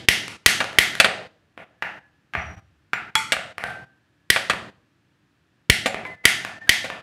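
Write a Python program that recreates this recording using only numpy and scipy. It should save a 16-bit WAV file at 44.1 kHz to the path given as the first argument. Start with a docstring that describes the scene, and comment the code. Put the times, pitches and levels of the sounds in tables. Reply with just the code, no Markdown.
"""A piezo gas lighter is snapped again and again at a stove burner in a bare, echoing kitchen; no flame catches.
The tail of one snap opens the scene and three more follow: noise cracks over ringing body partials.
The trigger clacks back. In the pause, coloured noise knocks, ringing iron and scrapes place the wand
about the pan supports, and a thin, wavering whine appears. Four last snaps follow, one with a dull thud.
A nearby phone clips the snaps, and its noise gate cuts the echo short over a quiet bed of filtered noise."""
import sys
import numpy as np
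from scipy import signal
from scipy.fft import rfft, irfft
from scipy.io import wavfile
from scipy.ndimage import uniform_filter1d, minimum_filter1d

SR = 44100
rng = np.random.default_rng(int(sys.argv[2]) if len(sys.argv) > 2 else 0)


def store_wav(level_fs):
    """Save 16-bit WAV to argv[1]."""
    pcm = np.round(np.clip(np.atleast_2d(level_fs), -1, 1) * 32767)
    wavfile.write(sys.argv[1], SR, pcm.T.astype(np.int16))


N = 309582
HIT_T = np.arange(SR // 2) / SR  # time axis of one blow [s]

# colour of a small tick, also of the grit in a scrape: (frequency [Hz], level [dB])
TICK_COLOUR = [(100, -5.5), (900, -2.5), (1800, 2), (3000, -5.5), (6000, -19.5), (10000, -20.5),
               (15500, -37)]


def snaps(room):
    """The hammer hits the crystal: a noisy crack rings the body, and a short low thump, mostly dry, adds bass."""
    # hammer blows: (time [s], relative level [dB], bass [dB])
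    snap_hits = [(-.25, 2, 6), (0.086, -2, -0.5), (0.4612, -0.5, -4), (0.7856, -2, -1), (4.302, -5, -1.5),
                 (5.699, -4, 1.5), (6.2537, -1.5, -4.5), (6.693, -2, -3.5)]
    # crack of the hammer: (frequency [Hz], level [dB])
    crack_colour = [(30, -21.5), (90, -10.5), (400, -12.5), (900, -16.5), (1300, -6), (1800, 5),
                    (2600, 4.5), (3200, -1), (4200, -1.5), (5500, -8), (7200, -13.5), (10000, -11),
                    (12500, -18), (15500, -27.5)]
    # lighter body: (frequency [Hz], relative level [dB], t60 [s])
    body_modes = [(1790, -15.5, 0.048), (1962, -1.5, 0.048), (2216, 2.5, .018), (3134, -2, .02),
                  (3430, -8, .02), (4570, -16.5, 0.02), (5520, -21, 0.018)]
    # low thump under each snap, with little echo: (frequency [Hz], relative level [dB], t60 [s])
    thump_modes = [(152, -4.5, 0.055), (392, 3.5, 0.015)]
    snap_db, thump_db, treble_db = 21, -13, 6
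    out = np.zeros(N)
    for s, db, bass_db in snap_hits:
        crack = contact(crack_colour, t60=.022, chatter=1.1)
        snap = tone(crack + ring(body_modes), bass_db, treble_db)
        add(out, s, undb(snap_db + db) * snap, room, room_db=-11.5)
        thump = undb(snap_db + thump_db + db + bass_db) * ring(thump_modes)
        add(out, s, thump, room, room_db=-19.5)
    return out


def clacks(room):
    """Trigger and plunger slide and clack: a rattle, a ringing plunger and a jolt to the hob."""
    # blows: (time [s], relative level [dB], bass [dB], treble [dB], hob ring against the clack [dB])
    clack_hits = [(0.6041, -9.5, 4, -4, -7), (1.0002, -1.5, -1.5, 5, -12), (1.0453, -4.5, -1, -1, -10.5),
                  (3.3212, -7.5, -2, 5.5, -11), (4.361, -8.5, -3.5, -2.5, -8.5),
                  (4.498, -6.5, 4.5, -1.5, -15), (5.8592, -10.5, 3.5, 5, -2), (6.844, -21.5, 8.5, 3, -4.5)]
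    # colour of the rattle: (frequency [Hz], level [dB])
    clack_colour = [(40, -26), (100, -11.5), (250, -4.5), (390, -20.5), (520, 2), (700, -6.5), (1000, -4.5),
                    (1500, 5), (2500, 1.5), (4000, -6.5), (5500, -17.5), (9000, -17), (15500, -39.5)]
    # plunger: (frequency [Hz], relative level [dB], t60 [s])
    plunger_modes = [(2620, 0.5, 0.072), (3455, -10.5, 0.031), (4490, -8, 0.042)]
    # sheet metal of the hob: (frequency [Hz], relative level [dB], t60 [s])
    hob_modes = [(561.7, -6.5, 0.24), (559, -2, 0.43), (663, 1, 0.13), (760, -2.5, .18), (863, -5, .12)]
    clack_db = 20
    out = np.zeros(N)
    for s, db, bass_db, treble_db, hob_db in clack_hits:
        # a firm release is short and rings the plunger; a gentle one rattles on and blends with its echo
        rattle = contact(clack_colour, t60=max(0.057 - .003 * db, .01), chatter=3.5)
        plunger = undb(-2 + 1.6 * db) * ring(plunger_modes)
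        hob = undb(hob_db) * ring(hob_modes)
        clack = tone(rattle + plunger, bass_db, treble_db) + hob
        add(out, s, undb(clack_db + db) * clack, room, room_db=-14.5 - 0.2 * db)
    return out


def ticks(room):
    """Small contacts of the latch and the wand; the brighter, the thinner."""
    # ticks: (time [s], relative level [dB], brightness [dB])
    tick_hits = [(0.2808, -27.5, 5.5), (0.643, -22, -2), (.7303, -32.5, -2.5), (0.9529, -23.5, 4.5),
                 (1.061, -15, -14), (1.577, -33, -12), (3.1538, -15.5, 10), (3.367, -21, -13),
                 (3.5819, -22.5, -1), (3.639, -19, -5.5), (4.535, -23, -7), (5.945, -20.5, -8.5),
                 (6.4494, -21.5, 0.5), (6.9014, -23, -8.5)]
    tick_db = 20.5
    out = np.zeros(N)
    for s, db, bright_db in tick_hits:
        tick = tone(contact(TICK_COLOUR, t60=0.014, chatter=0.79), -.5 * bright_db, bright_db)
        # faint ticks blend with their echo
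        add(out, s, undb(tick_db + db) * tick, room, room_db=-10 - .3 * db)
    return out


def knocks(room):
    """Hollow knocks at the stove; a harder contact gives more treble and less bass."""
    # knocks: (time [s], relative level [dB], hardness [dB])
    knock_hits = [(1.8237, -14.5, 2), (2.3369, -23, 4), (2.3519, -14.5, -2.5), (2.9333, -10, 4),
                  (3.1547, -8.5, 14)]
    # colour of a knock: (frequency [Hz], level [dB])
    knock_colour = [(40, -27), (130, -10.5), (300, -16), (520, -14.5), (680, -10.5), (1000, -11),
                    (1600, -3.5), (2300, -8.5), (3200, -22), (5000, -35.5), (9000, -49.5), (15500, -52)]
    knock_db = 19.5
    out = np.zeros(N)
    for s, db, hard_db in knock_hits:
        knock = tone(contact(knock_colour, t60=0.036, chatter=1.0), -1.44 * hard_db, hard_db)
        # firm knocks stand out more from their echo
        add(out, s, undb(knock_db + db) * knock, room, room_db=-14.5 - .7 * db)
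    return out


def clinks(room):
    """The wand touches metal; the spot decides which partials sing."""
    # touches: (time [s], relative level [dB], favoured frequency [Hz])
    clink_hits = [(2.934, -38, 6300), (3.155, -7, 3346), (3.157, -26, 7700), (3.157, -12.5, 890),
                  (3.641, -21, 1450), (5.862, -30.5, 6900), (6.052, -22.5, 2000), (6.054, -26.5, 1110)]
    clink_db = 19
    out = np.zeros(N)
    for s, db, spot_hz in clink_hits:
        clink = undb(clink_db + db) * iron(spot_hz, reach=0.18)
        add(out, s, clink, room, room_db=-19, scattered=False)
    return out


def scrapes(room):
    """The wand drags over the iron: friction drives its partials and leaves some dry grit."""
    # strokes: (time [s], length [s], relative level [dB], favoured frequency [Hz])
    strokes = [(2.354, .18, -40, 5900), (3.654, .09, -23, 1480), (6.039, 0.062, -26, 2020),
               (6.228, .025, -28, 2050), (6.655, .035, -31, 1760)]
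    scrape_db, grit_db = 19, -8
    out = np.zeros(N)
    for s, length_s, db, spot_hz in strokes:
        force = drag(length_s, slips_hz=23)
        ringing = signal.fftconvolve(force, iron(spot_hz, reach=.08))
        scrape = unit(waver(ringing))
        scrape[:len(force)] += undb(grit_db) * unit(colour(force, TICK_COLOUR))
        add(out, s, undb(scrape_db + db) * scrape, room, room_db=-3, scattered=False)
    return out


def bumps(room):
    """Soft low bumps of the stove's frame die within a few cycles; one snap shoves it with a dull thud."""
    # bumps: (time [s], relative level [dB], frequency [Hz])
    bump_hits = [(2.373, -20, 79.5), (2.483, -27, 81.6), (3.682, -32.5, 134)]
    bump_db, bump_cycles = 19, 7.1  # cycles until 60 dB down
    out = np.zeros(N)
    for s, db, hz in bump_hits:
        bump = undb(bump_db + db) * ring([(hz, 0, bump_cycles / hz)])
        add(out, s, bump, room, room_db=-2.5, scattered=False)
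    thud_s, thud_db, thud_hz, thud_t60_s = 5.697, 12, 104, 0.014
    thud = undb(thud_db) * ring([(thud_hz, 0, thud_t60_s)])
    add(out, thud_s, thud, room, room_db=-30.0, scattered=False)
    return out


def whine(room, count=64):
    """A thin tone, unsteady in pitch and level, that swells and fades."""
    # tones: (time [s], length [s], level [dB], frequency [Hz])
    whine_notes = [(1.69, .46, -52.5, 1704), (3.801, .45, -66, 1710), (6.078, 0.98, -44, 1773)]
    wavers_hz, flicker_db = 20, 2
    out = np.zeros(N)
    for s, length_s, db, hz in whine_notes:
        t = np.arange(int(length_s * SR)) / SR
        flicker = np.interp(t * wavers_hz, np.arange(count), rng.standard_normal(count))
        note = waver(np.sin(2 * np.pi * hz * t), bend=.009, rate_hz=wavers_hz)
        note = note * signal.windows.tukey(len(t), .25)
        add(out, s, undb(db + flicker_db * flicker) * note, room, room_db=-6, scattered=False)
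    return out


def hush(db=-55):
    """The quiet air of the house: steady noise, strongest in the bass."""
    # colour of the air: (frequency [Hz], level [dB])
    air_colour = [(18, -56), (30, -24.5), (53, -9), (129, -1.5), (260, -10.5), (304, -4.5), (404, -17.5),
                  (1000, -20.5), (1730, -16), (2080, -22), (2560, -21.5), (15000, -46.5)]
    air = unit(colour(rng.standard_normal(N), air_colour))
    return undb(db) * np.sqrt(N) * air


def kitchen(build_s=0.015, count=14):
    """The direct path with its early echoes, and a diffuse tail with its own decay in each band."""
    # early echoes: (delay [s], gain)
    early_echoes = [(.0026, 0.16), (.0043, 0.12), (0.0189, 0.044), (0.0505, 0.034)]
    # reverberation: (frequency [Hz], t60 [s])
    room_decay = [(100, 1), (500, 0.66), (2000, 0.43), (5000, 0.53), (10000, 0.38), (15000, 0.1)]
    # colour of the tail: (frequency [Hz], level [dB])
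    room_colour = [(40, -17.5), (80, -4), (170, -1), (230, -3), (400, -1), (570, 0.5), (760, 5),
                   (1000, -1.5), (2000, 3.5), (5000, -2.5), (10000, 1), (15000, 1)]
    t = np.arange(SR) / SR
    near = np.zeros(SR)
    near[0] = 1
    for lag, gain in early_echoes:
        near[int(lag * SR)] += gain
    hz = np.arange(SR // 2 + 1)
    noise = rfft(rng.standard_normal(SR))
    centres = np.geomspace(80, 16000, count)
    tail = np.zeros(SR)
    for f, band in zip(centres, np.eye(count)):
        band_noise = irfft(noise * along(np.c_[centres, band], hz), SR)
        tail += band_noise * np.exp(-np.log(1000) * t / along(room_decay, f))
    build_up = 1 - np.exp(-t / build_s)
    return near, unit(colour(tail * build_up, room_colour))


def add(out, s, sound, room, room_db, scattered=True):
    """Let one sound happen in the kitchen at time s; unscattered sounds keep their exact colour in the echo."""
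    near, tail = room
    sent = diffuse(sound) if scattered else sound
    heard = signal.fftconvolve(sound, near) + undb(room_db) * signal.fftconvolve(sent, tail)
    start = int(round(s * SR))
    heard = heard[max(-start, 0):]  # a sound from before the opening leaves only its tail
    start = max(start, 0)
    out[start:start + len(heard)] += heard[:len(out) - start]


def diffuse(x, count=48):
    """What the walls receive: summed over all directions, a blow keeps its broad colour, not its fine ripples."""
    hz = np.fft.rfftfreq(len(x), 1 / SR)
    power = np.abs(rfft(x)) ** 2
    edges = np.geomspace(30, 20000, count + 1)
    band = np.histogram(hz, edges, weights=power)[0] / np.histogram(hz, edges)[0]
    centres = np.sqrt(edges[1:] * edges[:-1])
    return colour(signal.unit_impulse(len(x)), np.c_[centres, 10 * np.log10(band + 1e-18)])


def contact(spectrum, t60, chatter):
    """One sharp push together with dying noise, the chatter of loose parts."""
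    noise = rng.standard_normal(len(HIT_T))
    force = chatter * unit(noise * np.exp(-np.log(1000) * HIT_T / t60))
    force[0] += 1
    return unit(colour(force, spectrum))


def ring(modes):
    """Decaying sine partials; dB sets each one's energy relative to the others."""
    total = np.zeros(len(HIT_T))
    for hz, db, t60 in modes:
        decay = np.exp(-np.log(1000) * HIT_T / t60)
        total += undb(db) * unit(np.sin(2 * np.pi * hz * HIT_T) * decay)
    return unit(total)


def iron(spot_hz, reach):
    """Partials that answer at one spot of the iron, 6 dB weaker when reach octaves from the favoured pitch."""
    # pan supports and burner: (frequency [Hz], relative level [dB], t60 [s])
    iron_modes = [(882, -3, .25), (1023, -12, .25), (1550, -3, .25), (1680, -4, .05), (1775, -12, .25),
                  (2051, -12, .2), (2250, -6, .04), (3356, 1, .13), (5795, -18, .1), (7060, -22, .3),
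                  (7320, -14, .22), (9200, -12, .12)]
    return ring([(hz, db - 6 * (np.log2(hz / spot_hz) / reach) ** 2, t60) for hz, db, t60 in iron_modes])


def drag(length_s, slips_hz):
    """Friction: grains of force in uneven spurts, swelling and fading over one stroke."""
    t = np.arange(int(length_s * SR)) / SR
    wobble = np.interp(t * slips_hz, np.arange(64), rng.standard_normal(64))
    spurts = np.sin(np.pi * (slips_hz * t + 0.16 * wobble)) ** 4
    grains = rng.standard_normal(len(t))
    return unit(grains * spurts * signal.windows.tukey(len(t), .3))


def waver(x, bend=0.011, rate_hz=22):
    """Bend the pitch a little at random, as changing pressure on a contact does."""
    n = np.arange(len(x))
    pressure = np.interp(n / SR * rate_hz, np.arange(128), rng.standard_normal(128))
    return np.interp(np.cumsum(1 + bend * pressure), n, x)


def tone(x, bass_db, treble_db):
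    """Make a blow fuller or brighter."""
    return colour(x, [(600, bass_db), (1300, 0), (2500, 0.0011), (6000, treble_db)])


def colour(x, points, size=2048):
    """Causal minimum-phase filter with the given (frequency [Hz], level [dB]) response."""
    hz = np.arange(size // 2 + 1) * SR / size
    cepstrum = irfft(along(points, hz) * np.log(10) / 20)
    # fold the cepstrum so that the response starts at once
    cepstrum[1:size // 2] *= 2
    cepstrum[size // 2 + 1:] = 0
    response = irfft(np.exp(rfft(cepstrum)))
    return signal.fftconvolve(x, response)[:len(x)]


def along(points, hz):
    """Read (frequency [Hz], value) points on a log-frequency axis."""
    f, value = np.transpose(points)
    return np.interp(np.log(hz + 1), np.log(f), value)


def undb(db):
    """Decibels to gain."""
    return 10 ** (np.asarray(db) / 20)


def unit(x):
    """Scale to an energy of one."""
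    return x / np.sqrt(np.sum(x ** 2) + 1e-18)


def scene():
    """Lighter, stove, whine and quiet air in one kitchen."""
    room = kitchen()
    lighter = snaps(room) + clacks(room) + ticks(room)
    stove = knocks(room) + clinks(room) + scrapes(room) + bumps(room)
    return (lighter + stove + whine(room) + hush())[None]


def gate(x, threshold_db=-42, depth_db=10, window_s=0.0086, hold_s=0.015):
    """Turn the sound down abruptly once its level has stayed under the threshold for the hold time."""
    power = np.abs(uniform_filter1d(x ** 2, int(window_s * SR)))
    level_db = 10 * np.log10(power + 1e-12)
    hold = int(hold_s * SR)
    # the shifted minimum looks back over the hold time
    shut = minimum_filter1d(1. * (level_db < threshold_db), hold, origin=(hold - 1) // 2)
    return x * undb(-depth_db * uniform_filter1d(shut, size=400))


def record(dry, low_hz=54, top_hz=15500):
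    """The phone thins the lowest bass, gates the quiet, clips the snaps and cuts the top."""
    thinned = signal.sosfilt(signal.butter(4, low_hz, "high", fs=SR, output="sos"), dry)
    clipped = np.clip(gate(thinned), -1, 1)
    return signal.sosfilt(signal.ellip(8, .2, 70, top_hz, fs=SR, output="sos"), clipped)


dry = scene()
out = record(dry)
store_wav(out)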